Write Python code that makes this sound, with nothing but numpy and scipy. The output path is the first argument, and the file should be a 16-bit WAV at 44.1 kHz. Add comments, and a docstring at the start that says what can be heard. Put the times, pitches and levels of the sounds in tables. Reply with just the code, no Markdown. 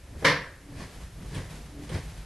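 """A metal bed frame gives one loud, chattering knock as someone starts bouncing on the bed.
The first landing makes a joint slip, and the frame rings through a small wooden-floored bedroom.
Later bounces bring soft landings, a hum of springs, deep thumps and a rustle of quilt and jeans.
Loaded joints groan, socks scuff the quilt, and the swaying mattress rumbles over a faint room hiss."""
import sys
import numpy as np
from scipy.fft import rfft, irfft, next_fast_len
from scipy.io import wavfile
from scipy.ndimage import map_coordinates

SR = 44100
rng = np.random.default_rng(int(sys.argv[2]) if len(sys.argv) > 2 else 0)


def pcm_store(signal):
    """Save signal as 16-bit PCM."""
    levels = np.round(np.clip(np.atleast_2d(signal), -1, 1) * 32767)
    wavfile.write(sys.argv[1], SR, levels.astype(np.int16).T)


N = 99225

# The tone of each noisy sound. Each row: frequency in Hz, relative level in dB.
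HISS_TONE = [(60, -12), (150, -7), (300, -5), (600, -8), (1200, -14), (1800, -11), (3000, -16), (8000, -21),
             (12000, -21.5)]
RUMBLE_TONE = [(15, -13), (30, -11.5), (48, 2), (70, -4), (105, -8), (150, -14), (220, -26), (500, -47)]
LANDING_TONE = [(30, -4), (60, 1), (150, 0), (245, -3), (380, -10), (550, -16), (900, -21.5), (2500, -34),
                (12000, -52)]
THUMP_TONE = [(25, -14), (50, -5), (90, -2), (150, 1), (220, -12.5), (380, -11.5), (600, -22), (1200, -32),
              (5000, -60)]
GROAN_TONE = [(60, -12), (200, -0.5), (300, -3.5), (400, -2), (540, -1.5), (720, -7.5), (1000, -21),
              (2000, -19), (3000, -34), (10000, -53)]
SWISH_TONE = [(60, -34), (150, 21.5), (210, 9.5), (320, 3.5), (500, 3.5), (1000, -0.5), (1900, -1.5),
              (3000, -4), (6000, -8), (10000, -11.5), (12000, -11.5)]
QUILT_TONE = [(260, -22), (450, -3), (919, -5.5), (1110, -2), (1280, -15), (1680, -1), (2840, -11),
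              (5120, -12.5), (8400, -20.5), (9120, -16.5), (12000, -25.5), (15600, -58), (22000, -120)]
SCUFF_TONE = [(200, 3), (700, 0), (2000, -14), (3200, 9), (6000, -20), (9000, 1), (10500, -9)]
KNOCK_TONE = [(60, -20), (125, -3), (180, -7), (250, -14.5), (295, -9.5), (370, -14.5), (500, -1),
              (620, -9.5), (790, -15.5), (1020, -4), (1400, -9.5), (1750, -3.5), (2100, -4.5),
              (2450, -10.5), (3600, -13.5), (5600, -15.5), (6400, -24.5), (8500, -29.5), (11000, -31),
              (12000, -34)]
# Stereo width of the soft noises, and of the struck frame.
# Each row: frequency in Hz, level of the side signal against the middle in dB.
SOFT_WIDTH = [(60, -70), (110, -75), (200, -26.5), (360, -15), (640, -11.5), (1160, -8), (2100, -15.5),
              (3800, -10), (7000, -7), (12000, -9.5)]
FRAME_WIDTH = [(100, -60), (200, -43), (360, -31), (640, -18), (1160, -12), (2100, -14), (3800, -10),
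               (7000, -5), (12000, -6)]
# The mattress swaying. Each row: time in seconds, relative rumble level in dB.
SWAY_LEVELS = [(0, -47.5), (.2, -39.5), (.3, -44), (.45, -46.5), (.68, -45.5), (.83, -40), (.92, -51.5),
               (1, -40.5), (1.16, -43.5), (1.22, -39), (1.47, -40.5), (1.68, -46), (1.82, -44), (2.25, -40)]
# Feet meeting or leaving the mattress, joints groaning, and fabric brushing.
# Each row: peak time in seconds, level in dB, rise in seconds, fall in seconds.
LANDINGS = [(0.159, -46.5, 0.055, .03), (.73, -45, 0.038, .05), (.805, -42, .015, 0.045),
            (1.0, -48.5, 0.023, 0.038), (1.228, -41.5, 0.035, 0.043), (1.54, -45.5, 0.013, 0.021),
            (1.595, -46.5, 0.011, 0.015), (1.8, -44.5, 0.07, 0.06)]
GROANS = [(.17, -50, 0.046, 0.075), (0.2265, -35.5, 0.0023, 0.034), (1.899, -41.5, 0.0046, 0.018),
          (1.95, -38, 0.0056, .02)]
SWISHES = [(.21, -46.5, 0.017, 0.15), (.93, -48.5, 0.062, 0.062), (1.019, -51, 0.014, 0.047),
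           (1.27, -50.5, 0.079, 0.13), (1.535, -46, 0.051, 0.12), (1.84, -50, 0.031, 0.063),
           (2.05, -50.5, 0.035, 0.12), (2.189, -52, 0.073, 0.054)]
# The bottom of each bounce.
# Each row: peak time in seconds, thump level in dB, rustle level in dB, rise and fall in seconds.
BOUNCES = [(0.819, -43, -45.5, 0.047, 0.04), (1.378, -34.5, -42, 0.037, 0.045),
           (1.948, -34.5, -40.5, 0.036, 0.044)]
# Socks scuffing, and metal contacts in the knock. Each row: start in seconds, relative level in dB.
SCUFFS = [(1.346, -41), (1.893, -48.5)]
CONTACTS = [(0.2458, -19.5), (0.2486, -11.5), (0.2512, -13), (0.2546, -16), (0.256, -20), (0.2687, -16),
            (0.2785, -30), (0.2855, -20), (0.2975, -22)]
# The knock dying away in the room. Each row: frequency in Hz, seconds to fade by 60 dB.
ROOM_FADES = [(100, 0.48), (500, 0.47), (1000, 0.45), (1700, .5), (2800, 0.37), (5000, 0.37), (8000, 0.24),
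              (12000, 0.25)]
# The frame's ringing notes. Each row: pitch in Hz, relative level in dB, seconds to fade by 60 dB.
FRAME_NOTES = [(151, -22, .38), (292, -26, .37), (450, -32, .4), (504, -24, .36), (522, -30, .25),
               (549, -31, .38), (958, -28, .34), (1023, -26, .32), (1075, -32, .36), (1234, -35, .45),
               (1556, -34, .44), (1602, -31, .53), (1699, -32, .48), (1775, -30, .43), (1835, -28, .42),
               (1975, -22, .33), (2018, -30, .33), (2106, -28, .35), (2147, -22, .34), (2176, -28, .33),
               (2338, -32, .34), (2933, -35, .3), (3334, -38, .33), (3781, -37, .33), (5648, -40, .33)]
# Springs under load. Each row: peak time in seconds, level in dB, pitch in Hz.
SPRING_HUMS = [(.72, -43, 283.3), (1.801, -40, 290.4)]
# The notes in one hum. Each row: multiple of the pitch, added level in dB.
SPRING_NOTES = [(0.999, -1), (1.13, -13), (1.388, -14.5)]
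# Deep pushes on the bed base. Each row: start in seconds, level in dB, pitch in Hz.
PUSHES = [(1.197, -38, 55.4), (1.364, -26, 89), (1.944, -21, 89)]


def amp(db):
    """Turn decibels into a gain."""
    return 10 ** (np.asarray(db) / 20)


def unit(x):
    """Scale a signal to an average (rms) level of 1."""
    return x / np.sqrt(np.mean(x ** 2) + 1e-20)


def along(points, hz):
    """Read between a table's rows on a logarithmic frequency scale."""
    frequencies, values = np.transpose(points)
    return np.interp(np.log(hz + 1), np.log(frequencies + 1), values)


def since(start):
    """Seconds since start, for every sample."""
    return np.arange(N) / SR - start


def wobble(rate):
    """A smooth curve through `rate` random points a second."""
    points = rng.standard_normal(int(N * rate / SR) + 4)
    return map_coordinates(points, [np.arange(N) * rate / SR])


def filtered(x, response):
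    """Give each frequency in x the gain that response(hz) asks for."""
    size = next_fast_len(N + SR // 4)
    gains = response(np.fft.rfftfreq(size, 1 / SR))
    return irfft(rfft(x, size) * gains, size)[..., :N]


def stereo(pair, tone, width):
    """Shape two unrelated signals into a middle and a side, then mix left and right."""
    mid, side = filtered(pair, lambda hz: amp([along(tone, hz), along(tone, hz) + along(width, hz)]))
    return np.array([mid + side, mid - side])


def noise(tone, grain_db=0):
    """Stereo noise with its bass in the middle; grain_db makes it grainy."""
    white = rng.standard_normal((2, N)) * amp(grain_db * wobble(rate=400))
    return unit(stereo(white, tone, SOFT_WIDTH))


def swell(peak, db, rise, fall):
    """A level that rises to a rounded top and falls again."""
    t = since(peak)
    distance = np.where(t < 0, t / rise, t / fall)
    return amp(db) * np.exp(.5 - np.hypot(.5, distance))


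def build_up(start, rise):
    """A level that climbs from 0 towards 1."""
    return 1 - np.exp(-np.maximum(since(start), 0) / rise)


def decay(start, fade):
    """A level that jumps to 1, then drops 60 dB every `fade` seconds."""
    t = since(start)
    return (t >= 0) * amp(-60 * np.maximum(t, 0) / fade)


def room_hiss(db=-55.5):
    """The faint, steady background of the room."""
    return amp(db) * noise(HISS_TONE)


def mattress(sway_db=-1.5):
    """The mattress rumbles as it sways, thuds underfoot and thumps at the bottom of each bounce."""
    sway = amp(sway_db + np.interp(since(0), *np.transpose(SWAY_LEVELS)))
    landings = sum(swell(*row) for row in LANDINGS)
    thumps = sum(swell(peak, db, rise, fall) for peak, db, _, rise, fall in BOUNCES)
    return sway * noise(RUMBLE_TONE) + landings * noise(LANDING_TONE) + thumps * noise(THUMP_TONE)


def frame_groan():
    """Loaded joints rub with a low, grainy groan."""
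    return sum(swell(*row) for row in GROANS) * noise(GROAN_TONE, grain_db=1)


def cloth(flutter_db=0.97):
    """Jeans and quilt brush between bounces; the quilt crumples and socks scuff it."""
    swishes = sum(swell(*row) for row in SWISHES) * noise(SWISH_TONE, grain_db=0.7)
    crumple_level = sum(swell(peak, db, rise, fall) for peak, _, db, rise, fall in BOUNCES)
    crumples = crumple_level * noise(QUILT_TONE, grain_db=1.0)
    scuff_level = sum(amp(db) * decay(start, fade=0.19) for start, db in SCUFFS)
    scuffs = scuff_level * noise(SCUFF_TONE, grain_db=2.0)
    return (swishes + crumples + scuffs) * amp(flutter_db * wobble(rate=44.46))


def metal_peaks(hz, spacing_hz=18, height_db=3.3, full_height_hz=3500):
    """Gains for the metal's many small resonances: random narrow peaks, gentler in the bass."""
    points = rng.standard_normal(int(SR / 2 / spacing_hz) + 2)
    peaks = map_coordinates(points, [hz / spacing_hz])
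    return amp(height_db * peaks * np.minimum(hz / full_height_hz, 1))


def contact_burst(fade):
    """The combined level of the knock's contacts, whose energies add up."""
    return np.sqrt(sum((amp(db) * decay(start, fade)) ** 2 for start, db in CONTACTS))


def frame_knock(crack_db=0.5, room_db=-9.5):
    """A joint slips in a burst of cracks, and their ring dies away band by band in the room."""
    white = rng.standard_normal((2, N))
    metal = unit(filtered(rng.standard_normal((2, N)), metal_peaks))
    centres, fades = np.transpose(ROOM_FADES)
    tail = 0
    for share, fade in zip(np.eye(len(ROOM_FADES)), fades):  # share picks out one band
        band = filtered(metal, lambda hz: along(np.c_[centres, share], hz))
        tail = tail + contact_burst(fade) * band
    cracks = contact_burst(fade=0.0064) * white
    hit = amp(crack_db) * cracks + amp(room_db) * tail
    tone_gain = np.std(stereo(white, KNOCK_TONE, FRAME_WIDTH))
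    return stereo(hit, KNOCK_TONE, FRAME_WIDTH) / tone_gain


def frame_ring(start=.247, rise=0.0085, gain_db=0.5, shake_db=9.5, waver_radians=0.26):
    """The rails' strong notes build up in the knock and ring on; each bounce stirs them faintly."""
    t = np.maximum(since(start), 0)
    shake = sum(amp(rustle_db + shake_db) * build_up(bottom, rise) * decay(bottom, fade=0.35)
                for bottom, _, rustle_db, _, _ in BOUNCES)
    out = 0
    for hz, db, fade in FRAME_NOTES:
        # Nudging left and right opposite ways widens the note.
        spread = amp(along(FRAME_WIDTH, hz)) * wobble(rate=19) * np.array([[1], [-1]])
        phase = 2 * np.pi * (hz * t + rng.random()) + waver_radians * wobble(rate=45.6)
        level = build_up(start, rise) * decay(start, fade) + shake
        out = out + amp(db) * level * np.sin(phase + spread)
    return amp(gain_db) * out


def springs(waver_radians=0.6):
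    """The springs hum briefly and unsteadily as the weight comes down."""
    out = 0
    for peak, db, hz in SPRING_HUMS:
        for multiple, note_db in SPRING_NOTES:
            phase = 2 * np.pi * hz * multiple * since(peak) + waver_radians * wobble(rate=40.14)
            out = out + swell(peak, db + note_db, rise=0.045, fall=0.051) * np.sin(phase)
    return out


def bed_base():
    """The heaviest loads push the base into a few deep swings that soon die out."""
    out = 0
    for start, db, hz in PUSHES:
        level = amp(db) * build_up(start, rise=0.0027) * decay(start, fade=0.13)
        out = out + level * np.sin(2 * np.pi * hz * since(start))
    return out


def scene():
    """All the sounds of the bed, over the room's hiss."""
    frame = frame_knock() + frame_ring() + frame_groan()
    return frame + mattress() + bed_base() + springs() + cloth() + room_hiss()


def record(dry):
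    """Cut away the very highest treble."""
    top_hz, slope_width_hz = 12000, 200
    return filtered(dry, lambda hz: np.clip((top_hz - hz) / slope_width_hz + .5, 0, 1))


dry = scene()
out = record(dry)
pcm_store(out)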